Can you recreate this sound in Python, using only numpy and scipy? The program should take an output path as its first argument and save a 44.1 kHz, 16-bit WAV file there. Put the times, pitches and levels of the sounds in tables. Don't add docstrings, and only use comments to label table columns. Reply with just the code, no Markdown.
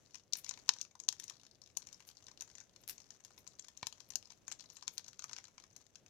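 import sys
import numpy as np
from scipy import signal
from scipy.fft import rfft, irfft
from scipy.io import wavfile
from scipy.ndimage import uniform_filter1d

SR = 44100
rng = np.random.default_rng(int(sys.argv[2]) if len(sys.argv) > 2 else 0)


def log_audio(samples):
    frames = np.atleast_2d(samples).T
    limited = np.clip(frames, -1, 1)
    pcm = np.round(limited * 32767).astype(np.int16)
    wavfile.write(sys.argv[1], SR, pcm)


N = 268745
TIME = np.arange(N) / SR

# start_s, snap_db, body_db (woody), tick_db (bright), pitch_hz (of the snap)
POPS = [(.145, -44, -55.5, -64, 5750), (0.1548, -43, -56.5, -66, 6000), (0.3341, -24.5, -58, -43, 5200),
        (0.354, -39.5, -54, -60, 5900), (0.4453, -41, -61, -57, 5900), (0.4638, -45, -55, -67, 5400),
        (0.4929, -31.5, -68, -55, 6960), (0.5107, -37, -49.5, -66, 5570), (0.539, -46, -62, -84, 4600),
        (0.5746, -52.5, -55.5, -69, 5700), (.6914, -17.3, -32, -44, 4830), (.737, -40.5, -70, -62, 5200),
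        (0.7862, -46, -68, -79, 5370), (0.8137, -31.5, -59, -51, 6600), (1.0007, -39, -61.5, -59, 7000),
        (1.088, -21, -47, -41, 5600), (1.126, -39, -55, -54.5, 6100), (1.1989, -39, -54.5, -50, 6170),
        (1.24, -43, -64, -53.5, 7250), (1.2804, -44, -67, -64, 5800), (1.2981, -39, -55, -56, 5540),
        (1.771, -29.5, -61, -39.5, 6300), (1.87, -45.5, -64, -62, 6100), (1.9282, -46, -68, -62.5, 6000),
        (2.004, -54.5, -58.5, -69, 5800), (2.2835, -49, -57, -75, 5750), (2.4089, -37.5, -59, -52, 6600),
        (2.4215, -39.5, -56, -53.5, 6500), (2.5522, -46.5, -62, -68, 6400), (2.583, -48, -58, -71, 6200),
        (2.6029, -46.5, -65, -72, 6500), (2.7616, -51.5, -65.5, -71, 5540), (2.9807, -48, -64.5, -73, 6300),
        (3.1053, -45, -62.5, -67, 6140), (3.249, -46, -63, -58, 5840), (3.4756, -43.5, -75, -64.5, 7440),
        (3.5953, -40.5, -82, -65, 7250), (3.684, -47.5, -58.5, -63, 5760), (3.774, -44.5, -70, -63, 6250),
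        (3.8293, -39, -50.5, -64, 4220), (3.8696, -32, -52.5, -45, 5430), (4.0039, -46, -64.5, -67, 5200),
        (4.1041, -40.5, -58, -54, 6260), (4.1562, -27, -51, -41, 5700), (4.3037, -48, -60.5, -74, 5360),
        (4.4803, -38, -51, -58.5, 6700), (4.5159, -39.5, -48.5, -55.5, 6560), (4.5229, -37, -60, -63, 7500),
        (4.5963, -47.5, -64, -74, 5000), (4.607, -46, -65, -67, 5430), (4.7008, -47.5, -67, -70, 6250),
        (4.7686, -46, -62, -66, 6700), (4.8252, -46, -54, -70, 5200), (4.8795, -30.5, -47, -51.5, 5800),
        (4.98, -33, -55, -47.5, 5200), (5.044, -50, -73, -74, 5850), (5.0823, -45, -63, -61, 6200),
        (5.193, -39.5, -54.5, -59, 6400), (5.222, -46, -58, -72, 5750), (5.2411, -37.5, -48, -54.5, 6200),
        (5.2946, -47, -56.5, -72, 5350), (5.3321, -37.5, -53.5, -66, 5600), (5.3644, -42.5, -54, -67, 5400),
        (5.3846, -43.5, -51.5, -66, 5770), (5.441, -48.5, -59.5, -75, 7100),
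        (5.5802, -50.5, -54.5, -89, 5840), (5.7636, -46, -64, -58, 6540), (5.956, -47, -62.5, -67, 5500)]
# time_s, relative_level_db
BOIL = [(0.0, -68), (0.36, -85), (0.54, -66.5), (0.68, -62.5), (0.83, -78), (1.05, -87), (1.19, -69.5),
        (1.59, -77.5), (1.93, -66.5), (2.81, -74.5), (2.92, -69.5), (5.43, -72), (5.55, -69), (6.09, -76)]
# frequency_hz, right_minus_left_db
SHADE_FAR = [(100, 8.5), (1200, 0), (3000, -4.5), (5000, -13.5), (6400, -21), (8000, -19.5), (14000, -6)]
MIDDLING_DB = -42.5


def undb(db):
    return 10 ** (np.asarray(db) / 20)


def unit(x):
    return x / np.sqrt(np.sum(x ** 2) + 1e-18)


def response(points, size=1024):
    hz, db = np.transpose(points)
    freq = np.maximum(np.fft.rfftfreq(size, 1 / SR), 1)
    colour_db = np.interp(np.log(freq), np.log(hz), db)
    cepstrum = irfft(np.log(undb(colour_db)))
    cepstrum[1:size // 2] *= 2
    cepstrum[size // 2 + 1:] = 0
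    return irfft(np.exp(rfft(cepstrum)))


def through(x, ir):
    return signal.fftconvolve(x, ir)[:len(x)]


def resonate(x, hz, width_hz):
    return signal.lfilter(*signal.iirpeak(min(hz, .45 * SR), hz / width_hz, fs=SR), x)


def add(track, s, sound):
    start = max(int(s * SR), 0)
    part = track[..., start:start + sound.shape[-1]]
    part += sound[..., :part.shape[-1]]


def walk(rate):
    k = int(SR / rate)
    held = np.repeat(rng.standard_normal(N // k + 1), k)
    smooth = uniform_filter1d(uniform_filter1d(held, k), k)[:N]
    return unit(smooth) * np.sqrt(N)


def blow(x, db):
    return unit(x) * undb(db) * np.sqrt(.005 * SR)


def pops(ring_width_hz=1600, broad=0.14, cavity_width_hz=380, cavity=1.26,
         body_tail_db=3.0, tick_tail_db=1, bend_db=3):
    # frequency_hz, relative_level_db
    body_colour = [(80, -19.5), (300, -14.5), (700, -7), (1000, 2.5), (1300, -3), (1800, -1.5), (2400, 0),
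                   (3300, -7), (6000, -52.5)]
    snap_colour = [(1200, -29.5), (2400, -9.5), (3200, -2.5), (4000, -3), (4800, -5), (5700, -2),
                   (6600, -1), (7300, -5), (8300, -16.5), (10000, -22.5), (16000, -47)]
    tick_colour = [(6000, -32), (8500, -3), (11000, -2.5), (12000, -6), (12900, -6.5), (14000, -8),
                   (15200, -11), (16500, -41.5)]
    log_body_db, twig_shade_per_db, twig_shade_db = -44, 0.54, 7.5
    middling_tail_db, tail_per_db = -10.5, -0.2915
    splinter_share, cleaner_db = .5, 20
    cavity_ratio, cavity_scatter = .28, .3

    out = np.zeros((3, N))
    body_ir, snap_ir, tick_ir = response(body_colour), response(snap_colour), response(tick_colour)
    for s, snap_db, body_db, tick_db, hz in list(POPS) + crackles():
        force_db = snap_db - MIDDLING_DB
        tail_db = middling_tail_db + tail_per_db * max(force_db, 0)
        shade_db = min(twig_shade_per_db * (log_body_db - body_db), twig_shade_db)
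        cavity_hz = cavity_ratio * hz * 2 ** (cavity_scatter * rng.standard_normal())
        pushes, weights = fracture(splinter_share * .5 ** (force_db / cleaner_db))
        snap, body, tick = 0, 0, 0
        for push, weight in zip(pushes, weights):
            snap_push = broad * push + resonate(push, hz, ring_width_hz)
            body_push = push + cavity * resonate(push, cavity_hz, cavity_width_hz)
            snap = snap + weight * unit(through(snap_push, snap_ir))
            body = body + weight * unit(through(body_push, body_ir))
            tick = tick + weight * unit(through(push, tick_ir))
        snap, body, tick = blow(snap, snap_db), blow(body, body_db), blow(tick, tick_db)
        right = undb(-shade_db) * (snap + tick) + undb(bend_db - .5 * shade_db) * body
        scattered = undb(tail_db) * (snap + undb(body_tail_db) * body + undb(tick_tail_db) * tick)
        add(out, s, np.array([snap + body + tick, right, scattered]))
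    return out


def fracture(share, crack_s=0.00004, splinter_s=0.0025, bounce=0.45, grit=0.13, size=1536):
    t = np.arange(size) / SR
    crack, fibres = rng.standard_normal((2, size))
    crack = grit * unit(crack * np.exp(-t / crack_s)) + (t == 0)
    lag = rng.integers(6, 24)
    crack = crack + bounce * np.pad(crack, (lag, 0))[:size]
    fibres = fibres * np.abs(fibres) * np.exp(-t / splinter_s) * (t > .0005)
    share = np.clip(share, .02, .7)
    return np.array([crack, fibres]), np.sqrt([1 - share, share])


def crackles(count=36, spread_db=4, follow_boil=.7):
    base_db, body_offset_db, tick_offset_db = -57.5, -11, -20
    low_hz, high_hz = 5200, 6700
    rows = []
    for k, (when, pitch, *chance) in enumerate(rng.random((count, 5))):
        s = (k + when) / count * TIME[-1]
        size_db, body_db, tick_db = spread_db * (2 * np.array(chance) - 1)
        db = base_db + size_db + follow_boil * liveliness(s)
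        hz = low_hz + pitch * (high_hz - low_hz)
        rows.append((s, db, db + body_offset_db + body_db, db + tick_offset_db + tick_db, hz))
    return rows


def crumbs(count=4, within_s=0.051, longer_s_per_db=0.06, below_db=-12, ceiling_db=-42,
           spread_db=10, lead_s=.009, lead_db=-17):
    out = np.zeros(N)
    for s, snap_db, *_ in POPS:
        for when, softness, pitch, share in rng.random((2, 4)):
            db = min(snap_db + lead_db, ceiling_db) - spread_db * softness
            add(out, s - lead_s * when, ember_tick(db, np.sqrt(pitch), share))
        settle_s = within_s + longer_s_per_db * max(snap_db - MIDDLING_DB, 0)
        for when, softness, pitch, share in rng.random((count, 4)):
            db = min(snap_db + below_db, ceiling_db) - spread_db * (softness + when)
            add(out, s + settle_s * when, ember_tick(db, np.sqrt(pitch), share))
    return out


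def embers(count=190, top_db=-55, spread_db=4, follow_boil=.7):
    out = np.zeros(N)
    for when, softness, pitch, share in rng.random((count, 4)):
        s = when * TIME[-1]
        db = top_db - spread_db * np.log(1 + 40 * softness) + follow_boil * liveliness(s)
        add(out, s, ember_tick(db, np.sqrt(pitch), share))
    return out


def ember_tick(db, pitch, share, width_hz=900):
    # frequency_hz, relative_level_db
    ember_colour = [(300, -11), (1000, -3.5), (2200, -17), (4000, -4.5), (6100, 4.5), (7000, 1),
                    (8300, -9.5), (14000, -21), (16000, -30.5)]
    pushes, weights = fracture(share)
    push = weights[0] * unit(pushes[0]) + weights[1] * unit(pushes[1])
    ringing = 0.18 * push + resonate(push, 1000 * 7 ** pitch, width_hz)
    return blow(through(ringing, response(ember_colour)), db)


def knocks(size=4096):
    # start_s, level_db (before the bass cut)
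    knock_table = [(3.8297, -41), (3.8703, -50)]
    # frequency_hz (before detuning), relative_level_db, t60_s
    wood_modes = [(111, -19, 0.051), (216, -10.5, 0.023), (467, -32, 0.0082), (965, 2, 0.017),
                  (1060, -21, 0.024), (1820, -7, 0.022), (2240, -3.5, 0.019), (4100, -9, 0.017)]
    out, t = np.zeros(N), np.arange(size) / SR
    for s, db in knock_table:
        detune = 1 + 0.022 * rng.standard_normal(len(wood_modes))
        ring = np.zeros(size)
        for (hz, mode_db, t60), ratio in zip(wood_modes, detune):
            ring += undb(mode_db - 60 * t / t60) * np.sin(2 * np.pi * hz * ratio * t)
        add(out, s, blow(ring, db))
    return signal.sosfilt(signal.butter(2, 90, "highpass", fs=SR, output="sos"), out)


def spits(rough=0.666, rise_share=.65):
    # peak_s, level_db (left), fall_s, right_minus_left_db
    spit_table = [(0.371, -37, .003, -11), (0.388, -42, 0.0052, -18), (2.079, -53, 0.011, -24),
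                  (2.815, -63, 0.006, -22), (2.878, -35.5, .0006, -32), (2.889, -41, 0.0024, 7.5),
                  (2.8978, -28, 0.0017, -30), (2.907, -37.5, .0036, -18), (3.389, -62, 0.012, -17),
                  (4.09, -59, 0.0036, -24), (4.74, -66, 0.016, -17), (4.939, -57.5, 0.018, -25)]
    # frequency_hz, relative_level_db
    jet_colour = [(300, -29), (1500, -18.5), (2500, -14.5), (4000, -11.5), (6300, -8), (8300, -13),
                  (11000, -6.5), (13500, -4.5), (15300, -12.5), (16500, -40)]
    out = np.zeros((2, N))
    sputter = rng.standard_normal(N) * np.exp(rough * walk(2500))
    jet = unit(through(sputter, response(jet_colour))) * np.sqrt(N)
    for s, db, fall_s, right_db in spit_table:
        distance_s = np.maximum((s - TIME) / rise_share, TIME - s)
        swell = undb(db) * np.exp(-np.minimum(distance_s / fall_s, 20))
        out += np.outer([1, undb(right_db)], swell * jet)
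    return out


def flare(jet, gain_db=-25, rumble_hz=300, burn_s=0.04):
    band = signal.butter(2, [40, max(rumble_hz, 100)], "bandpass", fs=SR, output="sos")
    rumble = unit(signal.sosfilt(band, rng.standard_normal(N))) * np.sqrt(N)
    return undb(gain_db) * linger(jet, burn_s) * rumble


def linger(x, fade_s):
    power = through(x ** 2, np.exp(-TIME[:SR] / fade_s)) / (fade_s * SR)
    return np.sqrt(np.maximum(power, 0))


def sizzle(jet, gain_db=-2, waver_db=-0.3, grain=0.65, spray_db=-20, spray_s=.12):
    # frequency_hz, relative_level_db
    sizzle_colour = [(800, -7.5), (2200, -8), (3500, -9.5), (5000, -8.5), (6100, 2.5), (6800, -2.5),
                     (7600, -7.5), (9000, -18.5), (14000, -22), (16000, -34.5)]
    sides = []
    for _ in range(2):
        grains = rng.standard_normal(N) * np.exp(grain * walk(900))
        sides.append(unit(through(grains, response(sizzle_colour))))
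    left, right = sides
    boiling = undb(np.interp(TIME, *np.transpose(BOIL)) + gain_db)
    spray = undb(spray_db) * linger(jet, spray_s)
    level = np.hypot(boiling, spray) * undb(waver_db * walk(42))
    return level * np.sqrt(N) * np.array([left, through(right, response(SHADE_FAR))])


def liveliness(s):
    boil_s, boil_db = np.transpose(BOIL)
    return np.interp(s, boil_s, boil_db) - boil_db.mean()


def flames(level_db=-73.0, apart=0.49, flutter_db=1.7, flutter_hz=12):
    # frequency_hz, relative_level_db
    flame_colour = [(20, -18.5), (45, -2.5), (100, 6), (200, 1), (350, -2), (600, -3.5), (900, -14),
                    (1800, -17.5), (4000, -19), (7000, -24.5), (9000, -28), (16000, -33.5)]
    ir = response(flame_colour, size=4096)
    mid, side = (unit(through(rng.standard_normal(N), ir)) * np.sqrt(N) for _ in range(2))
    level = undb(level_db + flutter_db * walk(flutter_hz))
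    return level * np.array([mid + apart * side, undb(-1.5) * (mid - apart * side)])


def scatter(x, early_s=0.017, late_s=0.037, late_db=-8, build_s=0.00053, lumpy_db=3, lumps_hz=700,
            dull_hz=7500):
    t = TIME[:SR // 2]
    leaves = signal.butter(4, min(dull_hz, .45 * SR), fs=SR, output="sos")
    sides = []
    for _ in range(2):
        clumps = undb(lumpy_db * walk(lumps_hz)[:len(t)])
        build_up = 1 - np.exp(-(t / build_s) ** 2)
        early = clumps * rng.standard_normal(len(t)) * build_up * np.exp(-t / early_s)
        late = undb(late_db) * np.exp(-t / late_s) * signal.sosfilt(leaves, rng.standard_normal(len(t)))
        sides.append(through(x, unit(early + late)))
    return np.array([sides[0], through(sides[1], response(SHADE_FAR))])


def scene():
    # frequency_hz, right_minus_left_db
    near_shade = [(100, -5.5), (900, -12), (2000, -8), (3200, -17.5), (5200, -17.5), (6300, -31),
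                  (8000, -28.5), (12000, -13), (14300, -14.5)]
    left, right, scattered = pops()
    ticks, jets, wood = embers() + crumbs(), spits(), knocks()
    right = np.roll(through(right + ticks, response(near_shade)), 1)
    near = np.array([left + ticks, right])
    far = scatter(scattered + undb(-9.5) * ticks + undb(-6.0) * jets[0] + undb(-11.5) * wood)
    return near + jets + wood + far + flare(jets[0]) + flames() + sizzle(jets[0])


def record(dry):
    return signal.sosfilt(signal.ellip(8, .2, 70, 16000, fs=SR, output="sos"), dry)


dry = scene()
out = record(dry)
log_audio(out)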